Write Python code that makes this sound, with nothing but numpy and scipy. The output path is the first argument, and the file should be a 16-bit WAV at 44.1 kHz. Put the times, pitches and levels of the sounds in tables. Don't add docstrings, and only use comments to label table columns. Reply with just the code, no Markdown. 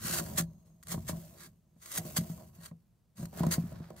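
import sys
import numpy as np
from scipy import signal
from scipy.fft import rfft, irfft, next_fast_len
from scipy.io import wavfile
from scipy.ndimage import map_coordinates

SR = 44100
rng = np.random.default_rng(int(sys.argv[2]) if len(sys.argv) > 2 else 0)


def to_wav(s):
    ch = np.atleast_2d(s).T
    pcm = np.round(np.clip(ch, -1, 1) * 32767)
    wavfile.write(sys.argv[1], SR, pcm.astype(np.int16))


N = 176400
TIME = np.arange(N) / SR

# t/s, boom level/dB, clack level/dB, clack f/Hz
KNOCK_EVENTS = [(.047, -35, -54, 600), (.099, -38, -54, 600), (.135, -48, -42, 330), (.156, -50, -43, 1100),
                (.194, -42, -39, 380), (.199, -52, -41, 640), (.212, -37, -50, 400), (.349, -39, -56, 600),
                (.382, -35, -37, 370), (.399, -31, -43, 680), (.423, -36, -60, 600), (.920, -37, -39, 320),
                (.943, -36, -37, 610), (.977, -33, -48, 1060), (1.094, -37, -32, 620),
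                (1.130, -35, -50, 1080), (1.469, -49, -66, 600), (1.762, -58, -68, 600),
                (1.982, -37, -43, 340), (2.052, -38, -50, 630), (2.166, -40, -41, 400),
                (2.184, -27, -54, 600), (2.212, -35, -57, 600), (2.298, -35, -52, 600),
                (2.379, -47, -55, 1060), (2.585, -51, -66, 600), (2.713, -42, -51, 580),
                (3.194, -40, -58, 600), (3.229, -37, -49, 640), (3.329, -47, -49, 620),
                (3.374, -47, -46, 640), (3.405, -24, -39, 620), (3.434, -31, -32, 1000),
                (3.439, -42, -35, 560), (3.466, -23, -34, 650), (3.580, -24, -42, 560),
                (3.638, -31, -54, 400), (3.719, -45, -47, 630), (3.803, -36, -53, 480),
                (3.905, -47, -44, 360)]
# f/Hz, level/dB, t60/s
PANEL_LOW_MODES = [(68, -24, .2), (84, -16, .25), (120, -13, .13), (152, -7, .12), (166, 0, .22),
                   (213, -7, .18)]
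# f/Hz, level/dB, t60/s
PANEL_HIGH_MODES = [(300, -3, .1), (350, 3, .16), (420, -1, .09), (497, -3, .15), (563, -2, .17),
                    (600, -2, .12), (632, 0, .18), (686, -4, .12), (766, -6, .12), (960, 1, .055),
                    (1060, -1, .055), (1230, -7, .03), (1480, -9, .03)]
# f/Hz, level/dB, t60/s
WRENCH_MODES = [(1150, -2, .025), (1400, -3, .016), (1650, -1, .02), (1900, -2, .04), (2150, -7, .016),
                (4100, -3, .012), (4600, -2, .016), (6520, -5, .02), (8700, 2, .009), (12500, -4, .008)]
# f/Hz, level/dB
WRENCH_SPECTRUM = [(100, -25), (500, -7), (850, -8), (1200, -1), (1900, -1), (2600, -6), (4200, -.5),
                   (5300, -2.5), (8000, 1), (10800, .5), (13500, -1), (16000, -3)]
# f/Hz, level/dB
PANEL_SPECTRUM = [(100, -20), (300, 0), (650, 0), (1000, -2), (1500, -10), (3000, -22), (16000, -45)]


def undb(db):
    return 10 ** (np.asarray(db) / 20)


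def unit(x):
    return x / np.sqrt(np.mean(x ** 2))


def colour(x, points):
    hz, db = np.array(points, float).T
    size = next_fast_len(N + 4096, True)
    f = np.fft.rfftfreq(size, 1 / SR) + 1e-3
    return irfft(rfft(x, size) * undb(np.interp(np.log(f), np.log(hz), db)))[..., :N]


def convolve(x, response):
    return signal.fftconvolve(x, np.atleast_2d(response), axes=-1)[:, :N]


def spread(pair, width=.6):
    return (pair[0] + width * pair[1] * np.array([[1], [-1]])) / np.hypot(1, width)


def noise():
    return rng.standard_normal((2, N))


def grains(per_s, scatter_db):
    slips = (rng.random((2, N)) < per_s / SR) * rng.choice([-1, 1], (2, N))
    return unit(slips * undb(scatter_db * np.minimum(rng.exponential(size=(2, N)), 6)))


def walk(hz):
    return np.interp(TIME * hz, np.arange(2000), rng.standard_normal(2000))


def judder(db=1.4, hz=70):
    return undb(db * walk(hz))


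def ring(modes):
    t = np.arange(SR // 4) / SR
    response = sum(undb(db - 60 * t / t60) * np.cos(2 * np.pi * hz * t) for hz, db, t60 in modes)
    return response / np.linalg.norm(response)


def blows(times, dbs):
    x = np.zeros((1, N))
    x[0, (np.array(times) * SR).astype(int)] = undb(dbs)
    return x


def decays(times, dbs, t60):
    energy = signal.lfilter([1], [1, -undb(-120 / (t60 * SR))], blows(times, dbs) ** 2 + 1e-20)
    return np.sqrt(energy)


def friction(part):
    # t/s, scrape level/dB, grind level/dB, rumble level/dB
    spins = [(0, -66, -66, -50), (.05, -48, -55, -46), (.19, -48, -46, -46), (.25, -49, -52, -48),
             (.39, -51, -54, -44), (.47, -74, -72, -50), (.65, -80, -77, -63), (.85, -79, -79, -64),
             (.885, -60, -62, -53), (.94, -52, -51, -42), (1.03, -60, -68, -50), (1.12, -56, -56, -44),
             (1.28, -58, -66, -56), (1.36, -66, -70, -60), (1.46, -65, -67, -61), (1.51, -77, -82, -61),
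             (1.62, -85, -88, -72), (1.80, -84, -82, -68), (1.92, -58, -65, -64), (1.99, -49, -53, -46),
             (2.03, -53, -59, -52), (2.07, -46, -57, -50), (2.14, -51, -59, -52), (2.30, -54, -60, -53),
             (2.43, -60, -62, -53), (2.52, -72, -72, -60), (2.555, -63, -71, -60), (2.59, -71, -72, -60),
             (2.67, -68, -68, -58), (2.71, -84, -80, -62), (2.88, -87, -90, -70), (3.15, -88, -90, -76),
             (3.19, -62, -61, -47), (3.24, -59, -55, -46), (3.30, -66, -70, -54), (3.395, -47, -52, -48),
             (3.415, -55, -50, -45), (3.47, -53, -49, -42), (3.56, -54, -53, -48), (3.63, -59, -62, -50),
             (3.77, -67, -62, -47), (3.87, -71, -66, -58), (4.0, -72, -64, -57)]
    times, *levels = np.array(spins).T
    return undb(np.interp(TIME, times, levels[["scrape", "grind", "rumble"].index(part)]))


def garage():
    # f/Hz, level/dB
    room_spectrum = [(20, -14), (70, 0), (160, -2), (300, -16), (700, -23), (2000, -33), (7000, -35),
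                     (16000, -38)]
    return undb(-72) * unit(colour(spread(noise(), width=.4), room_spectrum))


def grind():
    # f/Hz, level/dB
    carpet = [(20, -10), (60, 0), (200, 0), (260, -7), (350, -7), (700, -20), (16000, -70)]
    # f/Hz, level/dB
    shake_spectrum = [(20, -14), (40, -8), (65, 0), (90, 0), (130, -2), (220, -6), (300, -18), (700, -40),
                      (16000, -90)]
    chips = spread(grains(per_s=700, scatter_db=2.8)) * judder()
    grinding = unit(colour(convolve(chips, ring(PANEL_HIGH_MODES)), PANEL_SPECTRUM))
    shake = spread(noise(), width=.14)
    rumble = undb(-4) * unit(convolve(shake, ring(PANEL_LOW_MODES)))
    rumble += undb(-2.5) * unit(colour(shake, shake_spectrum))
    return undb(2.2) * grinding * friction("grind") + colour(rumble, carpet) * friction("rumble")


def scrape():
    # f/Hz, level/dB
    flute_spectrum = [(200, -20), (1000, -4), (2400, -1), (3200, -6), (4500, -1), (5300, -3), (8500, 0),
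                      (10700, -2), (12600, 3.5), (16000, 1)]
    slips = grains(per_s=3000, scatter_db=2.6)
    grit = undb(-4) * grains(per_s=110, scatter_db=2.2)
    rasp = unit(colour(spread(slips + grit), flute_spectrum))
    return undb(.5) * rasp * friction("scrape") * judder()


def fingers():
    # peak t/s, 20 dB rise/s, hold/s, 20 dB fall/s, level/dB, handle ring/dB
    swipes = [(.052, .055, .028, .09, -38, 0), (.137, .06, .058, .025, -34, 0),
              (.265, .02, .005, .02, -57, 11), (.381, .016, .010, .03, -28, 0),
              (.66, .015, .005, .08, -72, -10), (.922, .04, .006, .028, -35, -4),
              (1.085, .018, .012, .03, -38, 1), (1.41, .07, .05, .03, -55, 8),
              (1.825, .02, .075, .05, -57, 2), (1.984, .085, .001, .02, -32, -5),
              (2.168, .009, .002, .023, -25, -3), (2.66, .075, .002, .035, -51, 7),
              (3.171, .012, .055, .06, -56, 4), (3.517, .009, .026, .025, -33, 2),
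              (3.965, .006, .025, .05, -60, 3)]
    out = np.zeros((2, N))
    slips = spread(grains(per_s=3800, scatter_db=2.3)) * judder(db=2.1, hz=170)
    hiss = unit(colour(slips, WRENCH_SPECTRUM))
    for at, rise, hold, fall, db, ring_db in swipes:
        on = (TIME > at - 3 * rise) & (TIME < at + hold + 3 * fall)
        fade = np.maximum(at - TIME[on], 0) / rise + np.maximum(TIME[on] - at - hold, 0) / fall
        press = undb(db - 20 * fade)
        gripped_modes = [(hz * (1 + .025 * rng.normal()), mode_db + 2.5 * rng.normal(), t60)
                         for hz, mode_db, t60 in WRENCH_MODES]
        handle = convolve(slips[:, on] * press, ring(gripped_modes))[:, :len(press)]
        out[:, on] += press * hiss[:, on] + undb(ring_db - 9) * handle
    return out


def knocks():
    times, boom_db, clack_db, _ = np.array(KNOCK_EVENTS).T
    push_s, rise_s, boom_band_hz = .0005, .0015, [80, 450]
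    t = np.arange(SR // 50) / SR
    flex = signal.fftconvolve(ring(PANEL_LOW_MODES), t ** 2 * np.exp(-t / push_s))
    flex *= 1 - np.exp(-np.arange(len(flex)) / SR / rise_s)
    flex = signal.sosfilt(signal.butter(2, boom_band_hz, "band", fs=SR, output="sos"), flex)
    boom = convolve(blows(times, boom_db), flex / np.abs(flex).max())
    rattle = colour(spread(noise()) * decays(times, clack_db, t60=.035), PANEL_SPECTRUM)
    panel_ring = convolve(rattle, ring(PANEL_HIGH_MODES))
    return undb(3.7) * boom + undb(2) * panel_ring + undb(7) * rattle


def clacks():
    rise_s, t60 = .0012, .034
    t, out = np.arange(SR // 12) / SR, np.zeros(N + SR)
    envelope = (1 - np.exp(-t / rise_s)) * undb(-60 * t / t60)
    for at, _, db, hz in KNOCK_EVENTS:
        out[int(at * SR):][:len(t)] += undb(db + 3) * envelope * np.sin(2 * np.pi * hz * t)
    return out[:N]


def hums():
    # start t/s, length/s, level/dB, centre f/Hz
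    hum_events = [(.225, .14, -55, 650), (1.115, .09, -50, 640), (1.22, .075, -57, 600),
                  (1.305, .06, -60, 635), (1.975, .055, -49, 690), (2.045, .07, -47, 640),
                  (2.21, .07, -55, 650), (2.29, .075, -54, 625), (2.37, .09, -55, 640)]
    out, sag = np.zeros(N), .04
    waver = 1 + .05 * walk(hz=130)
    for start, length, db, hz in hum_events:
        on = (TIME > start) & (TIME < start + length)
        progress = (TIME[on] - start) / length
        pitch = hz * waver[on] * (1 - sag * (progress - .5))
        out[on] += undb(db - 3) * np.sin(np.pi * progress) * np.sin(2 * np.pi * np.cumsum(pitch) / SR)
    return out * judder()


def after_ring(hz, db, t60):
    band = unit(convolve(noise(), ring([(hz, 0, .02)])))
    return band * decays(times=[.39], dbs=[db], t60=t60)


def ticks():
    # t/s, level/dB
    tick_events = [(.828, -48), (.834, -47), (.870, -42), (.884, -39), (1.859, -40), (2.21, -43),
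                   (2.659, -41), (3.255, -40), (3.395, -39), (3.433, -38), (3.466, -36), (3.903, -52)]
    times, dbs = np.array(tick_events).T
    contact = spread(noise()) * decays(times, dbs, t60=.016)
    return colour(contact, WRENCH_SPECTRUM) + undb(-8) * convolve(contact, ring(WRENCH_MODES))


def palm():
    # t/s, level/dB
    rub_levels = [(3.31, -80), (3.335, -60), (3.365, -60), (3.385, -51), (3.48, -56), (3.6, -64),
                  (3.78, -62), (3.87, -65), (3.95, -73), (4.0, -64)]
    # f/Hz, level/dB
    rub_spectrum = [(150, -15), (500, 0), (1700, 0), (2800, -11), (4400, -7), (7000, -16), (16000, -24)]
    times, dbs = np.array(rub_levels).T
    rub = unit(colour(spread(grains(per_s=3000, scatter_db=2.6)), rub_spectrum))
    return rub * undb(np.interp(TIME, times, dbs, left=-120)) * judder()


def steel(x):
    t60, low_hz, gain = .016, 3000, undb(-1)
    t = np.arange(SR // 40) / SR
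    tail = spread(rng.standard_normal((2, len(t))), width=.8) * undb(-60 * t / t60)
    tail = signal.sosfilt(signal.butter(2, low_hz, "high", fs=SR, output="sos"), tail)
    tail /= np.linalg.norm(tail, axis=1, keepdims=True)
    return (x + gain * convolve(x, tail)) / np.hypot(1, gain)


def delay(x, seconds):
    return map_coordinates(x, [np.arange(N) - seconds * SR], order=3)


def handle_reflection(x):
    lag_s, gain = .0007, undb(-11)
    echo = np.array([delay(side, lag_s * np.exp(.3 * walk(hz=5))) for side in x])
    return (x + gain * echo) / np.hypot(1, gain)


def scene():
    # f/Hz, level/dB
    balance = [(100, .5), (350, .5), (700, -3), (1400, -4.5), (2800, 1.5), (4400, -3), (7500, 2.5),
               (12000, .3), (16000, 0)]
    tool = fingers() + scrape() + ticks()
    tool += after_ring(hz=6525, db=-81, t60=4.0) + after_ring(hz=4170, db=-77, t60=.9)
    near = handle_reflection(steel(tool)) + hums() + clacks() + palm() + grind() + knocks()
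    left = colour(near[0], [(hz, db / 2) for hz, db in balance])
    right = colour(near[1], [(hz, -db / 2) for hz, db in balance])
    return np.array([left, delay(right, seconds=.00005)]) + garage()


def record(dry):
    top_hz = 15700
    return signal.sosfilt(signal.ellip(10, .2, 80, top_hz, fs=SR, output="sos"), dry)


dry = scene()
out = record(dry)
to_wav(out)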